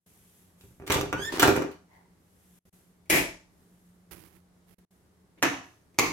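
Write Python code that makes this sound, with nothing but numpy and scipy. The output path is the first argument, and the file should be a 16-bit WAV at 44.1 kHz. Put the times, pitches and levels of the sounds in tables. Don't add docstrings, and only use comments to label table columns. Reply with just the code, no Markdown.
import sys
import numpy as np
from scipy import signal
from scipy.fft import rfft, irfft
from scipy.io import wavfile
from scipy.ndimage import uniform_filter1d

SR = 44100
rng = np.random.default_rng(int(sys.argv[2]) if len(sys.argv) > 2 else 0)


def persist_wave(psi):
    counts = np.round(np.clip(psi, -1, 1) * 32767).astype(np.int16)
    wavfile.write(sys.argv[1], SR, np.atleast_2d(counts).T)


N = 269892
TAPS = 8192


# [t/s, level/dB, brightness/dB, direct/dB]
LATCH_CLICKS = [(0.61, -72.5, 7, 4.5), (0.865, -52, 3.5, -7), (.8735, -39, -3.5, -16),
                (0.9, -28.5, -2.5, -7), (.918, -35, 9, -7), (.940, -32, 0, -2.5), (1.011, -42, -0.5, 7),
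                (1.128, -31.5, -10.5, 4), (1.356, -45.5, -4, -2), (1.3956, -27, 3.5, -3.5),
                (1.422, -25.5, -0.5, -2.5), (1.4293, -19, -6.5, 1.5), (1.452, -36, 1.5, -2.5),
                (1.475, -28.5, -3, -2), (1.558, -35, -3.5, -8), (1.6212, -42, -10.5, 5.5),
                (1.713, -71.5, 13.5, -3)]
# [t/s, level/dB,
# panel weight/dB, rebound after/s]
DOOR_KNOCKS = [(0.637, -64.5, 9, 0.071), (.799, -51.5, -2, 0.016), (.822, -50.5, -8, 0.016),
               (.899, -35.5, 1, 0.041), (.959, -30, -5, 0.027), (1.030, -37, -5.5, .032),
               (1.142, -36, -1.5, 0.051), (1.383, -36, -15.5, .013), (1.454, -27, -7, 0.024),
               (1.4813, -22, -11.5, .0095), (1.564, -27.5, -14.5, .011), (1.6202, -34, -24, .016)]
CLICK_THUMP_DB, CLICK_KNOCK_DB = -17.5, -3.5
KNOCK_CLACK_DB, KNOCK_TICK_DB = -10.5, -24.5
REBOUND_DB, KNOCK_DIRECT_DB = -5, 4


def door_blows():
    for start, level_db, bright_db, direct_db in LATCH_CLICKS:
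        yield start, level_db + np.array([CLICK_THUMP_DB, CLICK_KNOCK_DB, 0, bright_db]), direct_db
    for start, level_db, weight_db, rebound_s in DOOR_KNOCKS:
        band_db = level_db + np.array([weight_db, 0, KNOCK_CLACK_DB, KNOCK_TICK_DB])
        yield start, band_db, KNOCK_DIRECT_DB
        yield start + rebound_s, band_db + REBOUND_DB, KNOCK_DIRECT_DB


DOOR_BANDS = [100, 350, 1400, 6000]
# [f/Hz, level/dB]
DOOR_COLOUR = [(18, -54.5), (30, -25.5), (81, -15), (245, -5.5), (295, -1), (355, -8.5), (404, -2),
               (473, -9), (866, -3), (1130, -11.5), (1460, -11.5), (11400, -40.5), (16000, -39.5)]
# [f/Hz, width/Hz, lift/dB]
DOOR_MODES = [(84.5, 8, 6), (161.5, 3, 9.5), (297, 22, 3.5), (393, 16, 8), (422, 10, -2), (505, 25, 4.5),
              (529.4, 14, 11), (620, 11, 6), (722.5, 11, 6.5), (862.3, 7.8, 4), (1184.3, 39, 5.5),
              (1356, 39, -2.5), (2100, 66, 1), (2500, 430, 9.5), (3340, 63, 6.5), (11840, 2200, 7)]


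def door(blow_s=0.0086, spot_db=5.0):
    hz = np.fft.rfftfreq(TAPS, 1 / SR)
    out = np.zeros((2, N))
    response = body(DOOR_COLOUR, DOOR_MODES, uneven_db=2.25)
    parts = []
    for share in np.eye(len(DOOR_BANDS)):
        band = read(list(zip(DOOR_BANDS, share)), hz)
        parts.append(unit(response * band ** 2))
    for start, band_db, direct_db in door_blows():
        power = sum((amp(db) * part) ** 2 for db, part in zip(band_db, parts))
        gain = np.sqrt(blow_s * SR * power)
        gain *= amp(spot_db * wobble(size=45) * hz / (hz + 2000))
        space = room(direct_db, pan_db=-3.0, lag=.00014, build=0, length=0.85,
                     walls_db=-2.0, tail_db=1.0, swell_hz=100)
        add(out, start, heard(ring(gain), space))
    return out


# [multiple of the fundamental, level/dB]
SQUEAK_ORDERS = [(1, -2.5), (2, -9), (3, -16.5), (4, -12.5), (5, -21.5), (6, -24), (7, -24.5), (8, -26),
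                 (9, -29.5)]
SQUEAK_FROM_S, SQUEAK_TO_S = 1.12, 1.30
SQUEAK_LOW_HZ, SQUEAK_HIGH_HZ = 1413, 1805
SQUEAK_DB, SQUEAK_SWELL_DB = -47, 10.5
BITE_DB, BITE_DEPTH_DB, BITE_SKEW = 4.5, 15, 1.8
BITE_DIP = .35


def squeak(jitter=.004, flutter_db=2.5):
    span = slice(round(SQUEAK_FROM_S * SR), round(SQUEAK_TO_S * SR))
    progress = np.linspace(0, 1, span.stop - span.start)
    travel = np.sin(np.pi / 2 * progress) ** 2
    hz = SQUEAK_LOW_HZ + (SQUEAK_HIGH_HZ - SQUEAK_LOW_HZ) * travel
    turns = np.cumsum(hz * (1 + jitter * drift(250)[span])) / SR
    bite_db = BITE_DB - BITE_DEPTH_DB * (1 - np.sin(np.pi * progress ** BITE_SKEW))
    tone = np.zeros(len(turns))
    for order, order_db in SQUEAK_ORDERS:
        lift_db = bite_db * (1 if order > 1 else -BITE_DIP)
        flutter = flutter_db * drift(220)[span]
        tone += amp(order_db + lift_db + flutter) * np.sin(2 * np.pi * order * turns)
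    tone *= amp(SQUEAK_DB + SQUEAK_SWELL_DB * progress) * signal.windows.tukey(len(turns), .08)
    space = room(direct_db=2.0, pan_db=-8.0, lag=.00002, build=0, length=1.0,
                 walls_db=2.5, tail_db=-4, swell_hz=0)
    out = np.zeros((2, N))
    add(out, SQUEAK_FROM_S, heard(tone, space))
    return out


# [t/s, rise/s, hold/s, level/dB]
FRAME_RUBS = [(1.16, 0.098, 0.066, -46), (1.318, .008, .1, -35.5)]
# [f/Hz, level/dB]
RUB_COLOUR = [(59, -51), (100, -23.5), (389, -2.5), (691, -21.5), (930, -10), (1360, -19.5), (1720, -13),
              (2270, -21), (4570, -22), (16000, -36.5)]
# [t/s, rise/s, hold/s, level/dB]
HINGE_CREAKS = [(1.87, 0.067, 0.031, -61)]
# [f/Hz, level/dB]
CREAK_COLOUR = [(250, -36), (700, -7), (950, 0.5), (1300, -23.5), (1750, -14), (2050, -4), (2450, -24),
                (8000, -31)]


def rub(grain_db=2.5):
    frame = noise(RUB_COLOUR) * strokes(FRAME_RUBS, release_s=0.0091)
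    hinge = noise(CREAK_COLOUR) * strokes(HINGE_CREAKS, release_s=0.08)
    return (frame + hinge) * amp(grain_db * drift(300))


# [t/s, level/dB, direct/dB, pan/dB, right microphone delay/s, echo build-up/s, echo t60 factor]
SWITCHES = [(3.099, -21, -4.5, 1.5, .00036, 0.072, 0.87), (5.426, -23.5, 0.5, -1.5, .00009, 0.00079, 1.015),
            (5.9873, -22.5, 3.5, -1.5, .00002, 0.0011, 1.26)]
# [f/Hz, level/dB]
SWITCH_COLOURS = [
    [(24, -48.5), (40, -9), (106, -16.5), (176, -9), (237, -16.5), (329, -4), (455, -14), (663, -8.5),
     (751, -22.5), (873, -14.5), (1340, -21), (2150, -12), (3470, -21), (12800, -17.5), (16000, -25.5)],
    [(24, -75), (40, -33), (106, -13), (226, -17), (283, -5), (402, -14.5), (585, -12), (852, -11),
     (1150, -9.5), (2630, -12), (5050, -22.5), (6170, -15.5), (8340, -26.5), (12100, -24), (16000, -35)],
    [(24, -60.5), (40, -11.5), (81, -32), (112, -7), (209, -14), (337, -2.5), (570, -12), (1070, -9),
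     (1520, -19.5), (2150, -11.5), (3300, -19), (6490, -12), (8340, -21.5), (11800, -16), (16000, -23)],
]
# [f/Hz, width/Hz, lift/dB]
SWITCH_MODES = [
    [(297, 40, 3.9), (660, 63, 1.4), (872, 38, 1.9), (1900, 280, 1.7), (2330, 470, 7.9), (7140, 200, 4),
     (9700, 200, 3)],
    [(302, 126, 5.9), (734, 36, 8.5), (950, 30, 5.6), (1400, 36, 1.8), (1726, 95, 6.8), (2670, 220, 2.6),
     (6100, 210, 2.8)],
    [(287, 27, 9.9), (1010, 97, 0.92), (1250, 390, 6.3), (2190, 170, 11.7), (2530, 390, 8.1),
     (4430, 500, 5.1), (6330, 490, 4.9)],
]
# [t after the snap/s, level/dB]
SNAP = [(-.043, -53), (-.004, -32), (0, -3), (.0011, -5), (.0078, -7)]


def switches(blow_s=0.018):
    out = np.zeros((2, N))
    for place, colour, modes in zip(SWITCHES, SWITCH_COLOURS, SWITCH_MODES):
        start, level_db, direct_db, pan_db, lag, build, length = place
        click = amp(level_db) * np.sqrt(blow_s * SR) * ring(unit(body(colour, modes)))
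        lean = amp([[pan_db / 4], [-pan_db / 4]])
        for delay, contact_db in SNAP:
            space = room(direct_db, pan_db, lag, build, length, walls_db=-2,
                         tail_db=2.0 + 60 * build, swell_hz=900 + 50000 * build)
            add(out, start + delay, amp(contact_db) * heard(click, space) * lean)
    return out


# [t/s, rise/s, hold/s, level/dB]
GRIP_SCUFFS = [(4.109, .002, 0.02, -47), (4.15, 0.036, 0.092, -60), (4.30, 0.043, 0.026, -64),
               (4.66, 0.045, 0.079, -66.5)]
# [f/Hz, level/dB]
GRIP_COLOUR = [(24, -42), (40, -5.5), (185, -5), (243, -17), (329, -0.5), (491, -17), (2150, -17),
               (3470, -23), (7930, -25.5), (11300, -17.5), (16000, -24.5)]
# [t/s, rise/s, hold/s, level/dB]
ARM_MOVES = [(0, 0.015, 0.4, -64), (.57, 0.059, 0.037, -64), (2.1, 0.47, .02, -65.5),
             (2.7, .03, 0.052, -68.5), (3.45, 0.16, 0.29, -73), (4.89, 0.017, 0.018, -73),
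             (5.62, 0.026, .01, -70)]
# [f/Hz, level/dB]
SLEEVE_COLOUR = [(880, -37), (1500, -10), (2000, -7), (3410, -6.5), (4420, -12.5), (6180, -6),
                 (12500, -1.5), (16000, -15.5)]
# [t/s, rise/s, hold/s, level/dB]
FINGER_TOUCHES = [(5.37, 0.016, 0.01, -55.5), (5.935, .01, 0.044, -68.5)]
# [f/Hz, level/dB]
FINGER_COLOUR = [(100, -9), (350, 7), (1200, -21), (2300, -6.5), (4000, -20), (7000, -40), (16000, -46)]


def handling(grain_db=2.3, grip_pan_db=-14, sleeve_grain_db=0.6, finger_grain_db=2.0):
    grip = noise(GRIP_COLOUR) * strokes(GRIP_SCUFFS, release_s=0.024) * amp(grain_db * drift(248))
    sleeve = noise(SLEEVE_COLOUR) * strokes(ARM_MOVES, release_s=.13) * amp(sleeve_grain_db * drift(120))
    finger = noise(FINGER_COLOUR) * strokes(FINGER_TOUCHES, release_s=0.0082)
    finger *= amp(finger_grain_db * drift(200))
    return grip * amp([[grip_pan_db / 2], [-grip_pan_db / 2]]) + sleeve + finger


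# [f/Hz, level/dB]
HOUSE_COLOUR = [(15, -50), (25, -19), (87, -2), (149, -10.5), (180, 3), (206, -10.5), (416, -11),
                (503, -17.5), (545, -17), (2000, -25.5), (2480, -31), (11300, -32.5), (16000, -43)]
HOUSE_DB = -63.5
HUM_DB, HUM_NEARING_DB_PER_S = -73, 1.8
HUM_ENDS_S = 4.88


def house(hum_hz=179, waver=0.0047, swell_db=0.5, fade_s=0.023):
    t = np.arange(N) / SR
    turns = np.cumsum(hum_hz * (1 + waver * drift(16))) / SR
    hum_level = amp(HUM_DB + HUM_NEARING_DB_PER_S * t + swell_db * drift(9.9))
    hum_level *= np.clip((HUM_ENDS_S - t) / fade_s, 0, 1)
    hum = np.sqrt(2) * np.sin(2 * np.pi * turns) * hum_level
    return noise(HOUSE_COLOUR) * amp(HOUSE_DB + .5 * drift(3.2)) + hum


# [delay/s, level/dB]
WALLS = [(.0034, -4.5), (.0052, -2), (.0089, -8.5), (0.0114, -12), (0.021, -16.5), (.029, -17)]
# [f/Hz, t60/s]
ROOM_T60 = [(80, 0.48), (300, 0.36), (900, 0.43), (2200, 0.4), (6000, 0.48), (10000, .37), (16000, 0.25)]
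# [f/Hz, level/dB]
TAIL_COLOUR = [(60, 4.5), (3000, 0.5), (7000, -4), (10000, -6), (16000, -3.5)]


def room(direct_db, pan_db, lag, build, length, walls_db, tail_db, swell_hz):
    size = 32768
    echoes = rng.standard_normal((2, size)) * (rng.random((2, size)) < .2)
    hz, t, z = signal.stft(echoes, SR, nperseg=256)
    hz = hz[:, None]
    fall_db = 60 * np.maximum(t - build, 0) / (length * read(ROOM_T60, hz))
    decay = amp(read(TAIL_COLOUR, hz) - fall_db)
    swell = 1 - np.exp(-t / (.002 * (1 + swell_hz / (hz + 100))))
    tail = signal.istft(paired(z, hz) * decay * swell, SR, nperseg=256)[1][:, :size]
    out = amp(tail_db) * unit(tail) / np.sqrt(size)
    for delay, db in WALLS:
        arrival = delay * rng.uniform(.7, 1.3) + rng.uniform(0, 0.0003, 2)
        at = np.round(arrival * SR).astype(int)
        out[[0, 1], at] += amp(db + walls_db) * rng.choice([-1, 1])
    out[0, 0] += amp(direct_db + pan_db / 2)
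    out[1, round(abs(lag) * SR)] += amp(direct_db - pan_db / 2)
    return heard(crack(), out)


def crack(spread_s=.0012):
    delay = spread_s * (1 + np.tanh(wobble(size=200))) / 2
    phase = 2 * np.pi * np.cumsum(delay) / TAPS * SR
    return irfft(np.exp(-1j * phase))[:TAPS // 2]


def body(colour, modes, uneven_db=1.5):
    hz = np.fft.rfftfreq(TAPS, 1 / SR)
    peaks = sum((amp(db) ** 2 - 1) / (1 + (2 * (hz - f) / width) ** 2) for f, width, db in modes)
    small_db = uneven_db * wobble(size=10) * hz / (hz + 700)
    return amp(read(colour, hz) + small_db) * np.sqrt(np.maximum(1 + peaks, .1))


def ring(gain):
    both_sides = np.r_[gain, gain[-2:0:-1]]
    log_gain = np.log(np.maximum(both_sides, gain.max() * 1e-5))
    return np.fft.ifft(np.exp(np.conj(signal.hilbert(log_gain)))).real[:TAPS // 2]


def heard(sound, response):
    return signal.fftconvolve(sound[None], response, axes=1)


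def strokes(rows, release_s):
    t = np.arange(N) / SR
    level = np.zeros(N)
    for start, rise, hold, db in rows:
        attack = np.clip((t - start) / rise, 0, 1)
        release = np.exp(-np.maximum(t - start - rise - hold, 0) / release_s)
        level += amp(db) * attack * release
    return level


# [f/Hz, correlation]
MIC_LIKENESS = [(60, 0.91), (300, 0.84), (640, 0.4), (1400, 0), (16000, 0.08)]


def paired(z, hz):
    same = np.clip(read(MIC_LIKENESS, hz), 0, 1)
    return np.array([z[0], same * z[0] + np.sqrt(1 - same ** 2) * z[1]])


def noise(colour):
    hz = np.fft.rfftfreq(N, 1 / SR)
    spectrum = paired(rfft(rng.standard_normal((2, N))), hz)
    return unit(irfft(spectrum * amp(read(colour, hz)), N))


def drift(rate_hz):
    hz = np.fft.rfftfreq(N, 1 / SR)
    return unit(irfft(rfft(rng.standard_normal(N)) / (1 + (hz / rate_hz) ** 4), N))


def wobble(size):
    line = uniform_filter1d(rng.standard_normal(TAPS // 2 + 1), size)
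    return unit(uniform_filter1d(line, size))


def read(points, hz):
    f, value = np.transpose(points)
    return np.interp(np.log(hz + 1), np.log(f + 1), value)


def amp(db):
    return 10 ** (np.asarray(db) / 20)


def unit(x):
    return x / np.sqrt(np.mean(x ** 2) + 1e-20)


def add(mix, start, sound):
    part = mix[:, max(round(start * SR), 0):][:, :sound.shape[1]]
    part += sound[:, :part.shape[1]]


def scene():
    return door() + squeak() + rub() + switches() + handling() + house()


# [from t/s, to t/s]
LEVEL_DIPS = [(-.01, .061), (2.591, 2.652), (2.697, 2.727), (4.746, 4.782), (4.852, 4.907)]
CEILING = .97
EDGE_HZ = 16100


def record(dry, dip_db=-28):
    t = np.arange(N) / SR
    dips = sum(((t > a) & (t < b)) * 1. for a, b in LEVEL_DIPS)
    rounded = CEILING * np.tanh(dry / CEILING)
    dipped = rounded * amp(dip_db * uniform_filter1d(dips, size=200))
    low_pass = signal.firwin(255, EDGE_HZ, window=("kaiser", 9), fs=SR)
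    return signal.oaconvolve(dipped, low_pass[None], "same")


dry = scene()
out = record(dry)
persist_wave(out)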